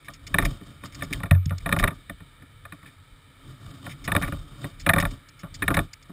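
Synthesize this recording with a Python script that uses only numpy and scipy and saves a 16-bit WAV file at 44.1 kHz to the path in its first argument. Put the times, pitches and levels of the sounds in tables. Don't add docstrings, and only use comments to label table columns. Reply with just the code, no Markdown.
import sys
import numpy as np
from scipy import signal
from scipy.io import wavfile
from scipy.ndimage import uniform_filter1d

SR = 44100
rng = np.random.default_rng(int(sys.argv[2]) if len(sys.argv) > 2 else 0)


def digitize_waveform(pressure):
    field = np.atleast_2d(pressure).T
    bounded = np.clip(field, -1, 1)
    quanta = np.round(bounded * 32767).astype(np.int16)
    wavfile.write(sys.argv[1], SR, quanta)


def natural_amplitude(level_db):
    exponent = np.asarray(level_db, float) / 20
    return 10 ** exponent


N = 269892

# centre in Hz, width in Hz, level in dB.
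AIR_MODES = [(460, 300, -9), (930, 250, -11), (1290, 200, 0), (1750, 400, -6), (2280, 300, -3),
             (3050, 330, -7), (3650, 550, -6), (4700, 900, -18), (5700, 1200, -23)]
# centre in Hz, width in Hz, level in dB.
CASE_LOW = [(576, 70, -1), (670, 75, -2), (890, 120, -8), (1200, 230, 0), (1370, 130, -5)]
CASE_MID = [(1790, 240, 0), (2320, 330, -3), (2750, 400, -17)]
CASE_TOP = [(3175, 510, 11.5), (3612, 268, 14.5), (4300, 81, -33), (4620, 1360, -1), (5010, 1600, 0.5)]
# centre in Hz, width in Hz, level in dB.
THUMP_MODES = [(97.2, 67, 1.5), (160.6, 43.5, 4), (279.1, 43, -2), (388, 42, -11)]
# centre in Hz, width in Hz, level in dB.
RUMBLE_MODES = [(137.6, 48, 3), (187, 56, -9), (265, 53, -4), (407, 42, -18.5)]
# centre in Hz, width in Hz, level in dB.
STRAP_MODES = [(5215, 530, -1.5), (5214, 3800, 3)]
STRAP_CASE_MODES = [(1900, 180, -9), (2220, 600, 1), (3020, 600, -4), (3630, 510, -3)]

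# levels in dB of sway, hum and rumble.
REST_DB = (-58, -54, -60)
# peak time in seconds, effort in dB, build-up in seconds,
# settling in seconds, heaviness (sway over rumble) in dB.
KICKS = [
    (.47, -29.5, .3, .1, 5.5),
    (1.84, -32.5, 0.41, 0.087, 8),
    (4.25, -31.5, 0.35, .1, 4),
    (5.06, -31.5, 0.36, 0.13, 6.5),
    (5.8, -32, 0.39, 0.094, 6.5),
]
SHIFTS = [(.105, -49.5, 0.081, 0.094, -8), (.2, -57, 0.12, 0.084, 0), (.525, -39.5, 0.099, 0.13, -3.5),
          (.7, -46, 0.3, 0.23, -3.5), (.84, -41.5, 0.027, 0.093, -5.5), (.99, -36, 0.2, 0.35, 2),
          (1.146, -27.5, 0.097, 0.15, 4), (1.93, -38.5, 0.037, 0.16, 6), (2.1, -43, .05, 0.16, 11.5),
          (2.73, -52, .03, 0.28, -4), (2.87, -49, 0.071, 0.085, -6), (3.13, -61, .05, 0.059, 19),
          (3.49, -49, 0.19, 0.25, -6.5), (3.68, -42, 0.24, 0.45, -2), (3.86, -40.5, 0.11, 0.19, -5.5),
          (4.34, -34, 0.09, 0.35, 5), (4.53, -47, 0.17, 0.21, -4.5), (4.65, -40.5, 0.15, 0.16, -5.5),
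          (5.13, -40, 0.043, .14, -1), (5.45, -54, 0.24, 0.26, -1), (6.1, -54, .05, .1, -1)]
# start in seconds, peak in dB, share heard through the case in dB, length in ms.
SCRAPES = [(0.0453, -64.5, 16, 40), (0.1357, -47.5, -8, 10), (0.144, -57, 1, 18), (0.2668, -44, -3.5, 15.4),
           (0.413, -54, 10, 12), (0.4495, -36, 10, 13.6), (0.855, -46, -7, 15.5), (0.922, -60, 2, 23),
           (0.9462, -45, -7.5, 14.5), (1.0305, -49, 0, 21), (1.127, -36.5, 8, 12), (1.4571, -40, -3, 4.7),
           (1.493, -54.5, 13, 10), (1.5813, -43, -10, 6.6), (1.6027, -61.5, 9, 12), (1.7873, -38, 8, 23.5),
           (3.8935, -54, 5.5, 42), (4.0407, -46, -3.5, 24.5), (4.2218, -36.5, 9, 4.6),
           (4.2732, -58, 10, 24), (4.796, -46, -6, 26), (4.999, -39, 3, 18), (5.108, -49, -4, 9),
           (5.2864, -54, -8, 12), (5.3916, -54.5, -2, 26), (5.5413, -42.5, -8.5, 20), (5.7414, -33, 7, 9.8),
           (5.9315, -44, -4.5, 10.5), (6.0247, -57, -4, 12)]
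# start in seconds, peak in dB, dullness in dB, contact length in ms.
KICK_RATTLE = [(0.3429, -10, -7, 2.4), (0.3855, -6.5, -9.5, 0.77), (0.4233, -23, -0.5, 3.7),
               (0.4525, -18.5, -5.5, 0.71), (1.6597, -20, -2.5, 6.3), (1.6919, -19.5, -5, 0.77),
               (1.7155, -26, -5.5, 2.3), (1.7252, -8.5, -6, 4), (1.7639, -21.5, 2.5, 2.7),
               (1.7967, -15.5, -6.5, 2.1), (1.8273, -20, 3, 1.5), (1.8387, -8, -6, 3.4),
               (1.8754, -14.5, -7, 5.3), (1.906, -34.5, -0.5, 8.2),
               (4.0774, -19.5, -4.5, 7.2), (4.1187, -13.5, -6, 2.1), (4.151, -15, 0.5, 0.33),
               (4.164, -9.5, -8.5, 1.8), (4.2148, -29, 0, 0.64), (4.2249, -20.5, -4, 18.6),
               (4.2803, -29, 0, 0.94), (4.3233, -29, 2.5, 1.1), (4.8638, -13.5, -2, 4),
               (4.8918, -5.5, -7, 2.6), (4.9349, -8.5, -7.5, 3.4), (4.9619, -19, 4, 2.3),
               (4.983, -12, -6, 4.8), (5.0006, -16, -20, 2), (5.025, -20, 0, 3.8), (5.052, -16, -6, 1.05),
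               (5.6225, -17, -5.5, 4.7), (5.6798, -9.5, -8.5, 2.8), (5.7042, -23, 6, 5),
               (5.742, -16.5, -6.5, 6.1), (5.7689, -13.5, -1, 3.6), (5.7902, -13.5, -6.5, 0.92)]
# start in seconds, peak in dB, dullness in dB, contact length in ms,
# weight behind it in dB.
BUMPS = [(0.0829, -28, -5.5, 4.4, -18), (0.6118, -43.5, -4.5, 2.8, 9.5), (0.837, -32.5, -1, 1.1, -4.5),
         (1.0091, -36, -22, 5.6, 3), (1.0224, -20.5, -7, 2.6, 1), (1.108, -39, -10, 16, 15),
         (1.1278, -26.5, -24, 11, 13), (1.202, -33.5, 1, 2.9, -3), (1.234, -24, -1, 2.5, 1.5),
         (1.2558, -32.5, -3.5, 8.1, 2), (1.311, -10.5, -7, 1.9, -31), (1.3465, -34, -4.5, 7.1, 4.5),
         (1.508, -28.5, -0.5, 0.33, 1), (2.0967, -25.5, -7, 2.2, 0), (2.2042, -43, -4.5, 2.7, 6),
         (2.4212, -46, -4.5, 4.3, 5), (2.6518, -34, -0.5, 3.5, -37), (2.7226, -31, -5, 3.8, -2.5),
         (2.829, -43.5, -4.5, 4.7, 0.5), (2.857, -39.5, -16, 27, 4), (3.8644, -30, -0.5, 3.7, -4.5),
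         (4.6428, -27, -2, 5.7, -1), (5.4335, -37, 3, 11, 2), (6.0955, -50.5, 8.5, 2.4, 1)]
# start in seconds, low mode in dB, high mode in dB, T60 of the low mode in seconds.
BOOMS = [
    (1.3152, -6, -7.5, .3),
    (1.3600, -18, -30, .3),
    (1.463, -16, -18, .25),
    (1.517, -22, -26, .25),
]


def level(x, db):
    return x * natural_amplitude(db) / np.sqrt(np.mean(x ** 2))


def ring(x, peaks):
    out = 0
    for hz, width, db in peaks:
        b, a = signal.iirpeak(hz, hz / width, SR)
        once = signal.lfilter(b, a, x)
        out = out + natural_amplitude(db) * signal.lfilter(b, a, once)
    return out


def struck(x, peaks):
    total = 0
    for hz, width, db in peaks:
        mode = ring(x, [(hz, width, db)])
        total = total + natural_amplitude(db) * mode / np.abs(mode).max()
    return total / np.abs(total).max()


def walk(rate):
    k = int(SR / rate)
    steps = np.repeat(rng.standard_normal(N // k + 1), k)
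    return uniform_filter1d(steps, k)[:N]


def add(track, s, burst):
    i = int(s * SR)
    track[i:i + len(burst)] += burst[:N - i]


def air():
    bands = 0
    for peak in AIR_MODES:
        noise = rng.standard_normal(N)
        bands = bands + natural_amplitude(1.5 * walk(6)) * ring(noise, [peak])
    return level(bands, -58)


def moves():
    slope_db, hum_against_effort_db = 28.5, -7
    t = np.arange(0, N, 32) / SR
    power = np.array([natural_amplitude(2 * (db + 3 * walk(8)[::32])) for db in REST_DB])
    for rows, bend in ((KICKS, 2.5), (SHIFTS, 1.2)):
        for s, db, rise_s, fall_s, heavy_db in rows:
            away = np.where(t < s, (s - t) / rise_s, (t - s) / fall_s)
            swing_db = db - slope_db * away ** (0.54 * bend)
            hold_db = db - slope_db * away ** bend
            move_db = [swing_db + heavy_db, hold_db + hum_against_effort_db, hold_db - heavy_db - 1.5]
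            power += natural_amplitude(2 * np.array(move_db))
    return [np.interp(np.arange(N) / SR, t, db) for db in 10 * np.log10(power)]


def body():
    sway_db, hum_db, rumble_db = moves()
    sway_noise, hum_noise, rumble_noise, tick_noise = rng.standard_normal((4, N))
    ticks = tick_noise * natural_amplitude(2.4 * walk(150))
    rattle = ring(ticks, CASE_LOW) + natural_amplitude(-9) * ring(ticks, CASE_MID) + natural_amplitude(-16) * ring(ticks, CASE_TOP)
    rumble = level(ring(rumble_noise, RUMBLE_MODES), -2) * natural_amplitude(2.5 * walk(30))
    shaken = rumble + level(rattle, -10)
    sway = ring(sway_noise, [(34.7, 24, -0.5), (60.5, 51, -12.0)])
    hum = ring(hum_noise, [(92.0, 28.5, 0)])
    return level(sway, -1.6) * natural_amplitude(sway_db) + level(hum, -3.2) * natural_amplitude(hum_db) + shaken * natural_amplitude(rumble_db)


def scrapes():
    t = np.arange(2048) / SR
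    thin, rasp = np.zeros((2, N))
    for s, db, case_db, ms in SCRAPES:
        noise, slip = rng.standard_normal((2, len(t)))
        share = t / (.001 * ms)
        grain = noise * natural_amplitude(db + 20. * uniform_filter1d(slip, size=40))
        slipping = grain * np.exp(-.6 * share) / (1 + share ** 6)
        add(thin, s, slipping)
        add(rasp, s, natural_amplitude(min(case_db, 6) + 5.5) * slipping)
    return natural_amplitude(11) * ring(thin, STRAP_MODES) + natural_amplitude(14) * ring(rasp, STRAP_CASE_MODES)


def knocks():
    t = np.arange(4096) / SR
    fade = np.cos(np.pi / 2 * t / t[-1])
    out = np.zeros(N)
    for s, db, low_db, ms, *weight_db in sorted(KICK_RATTLE + BUMPS):
        rough, soft, loose = rng.standard_normal((3, len(t)))
        thump_db = -7 + 0.78 * db + low_db + sum(weight_db)
        top_db = -19 - 0.044 * db - 0.13 * low_db
        decay_s = .001 * max(ms, .3)
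        chatter = natural_amplitude(-29.0 + 69.0 * uniform_filter1d(loose, size=128)) * np.exp(-t / 0.018)
        contact = rough * (np.exp(-t / decay_s) + chatter)
        flex = rough * (np.exp(-t / (2.6 * decay_s)) + natural_amplitude(13.5) * chatter)
        mid, top = struck(contact, CASE_MID), struck(contact, CASE_TOP)
        low = ring(flex, CASE_LOW)
        low = low / np.abs(low).max()
        knock = mid + natural_amplitude(low_db + 0.5) * low + natural_amplitude(top_db + 7) * top
        push = soft * np.exp(-t / 0.0076)
        add(out, s - .0012, fade * natural_amplitude(db) * knock)
        add(out, s, fade * level(ring(push, THUMP_MODES), thump_db - 9.5))
    return out


def booms():
    t = np.arange(SR) / SR
    low = np.sin(2 * np.pi * 91.5 * t)
    high = np.sin(2 * np.pi * 138 * t) * 1000. ** (-t / .14)
    rock = natural_amplitude(-38.0) * np.sin(2 * np.pi * 45 * t) * 1000. 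** (-t / 0.28)
    out = np.zeros(N)
    for s, low_db, high_db, t60 in BOOMS:
        tone = natural_amplitude(low_db) * (low * 1000. ** (-t / t60) + rock) + natural_amplitude(high_db) * high
        add(out, s, tone * (1 - np.exp(-t / 0.00097)))
    tank = signal.butter(2, [50.4, 332], "band", fs=SR, output="sos")
    return signal.sosfiltfilt(tank, out)


def scene():
    return (air() + body() + scrapes() + knocks() + booms())[None]


def low_pass(x):
    return signal.sosfilt(signal.butter(12, 16480, fs=SR, output="sos"), x)


def record(dry):
    guard = signal.butter(8, 5650, fs=SR, output="sos")
    mic_low = signal.butter(2, 27.8, "high", fs=SR, output="sos")
    heard = signal.sosfilt(np.vstack([guard, mic_low]), dry)
    coarse = signal.resample_poly(heard, 40, 147, axis=1)
    steps = np.repeat(coarse, 4, axis=1)
    held = signal.resample_poly(steps, 147, 160, axis=1)[:, :N]
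    mix = signal.sosfilt(signal.butter(24, 15150, fs=SR, output="sos"), held)
    return low_pass(mix)


dry = scene()
out = record(dry)
digitize_waveform(out)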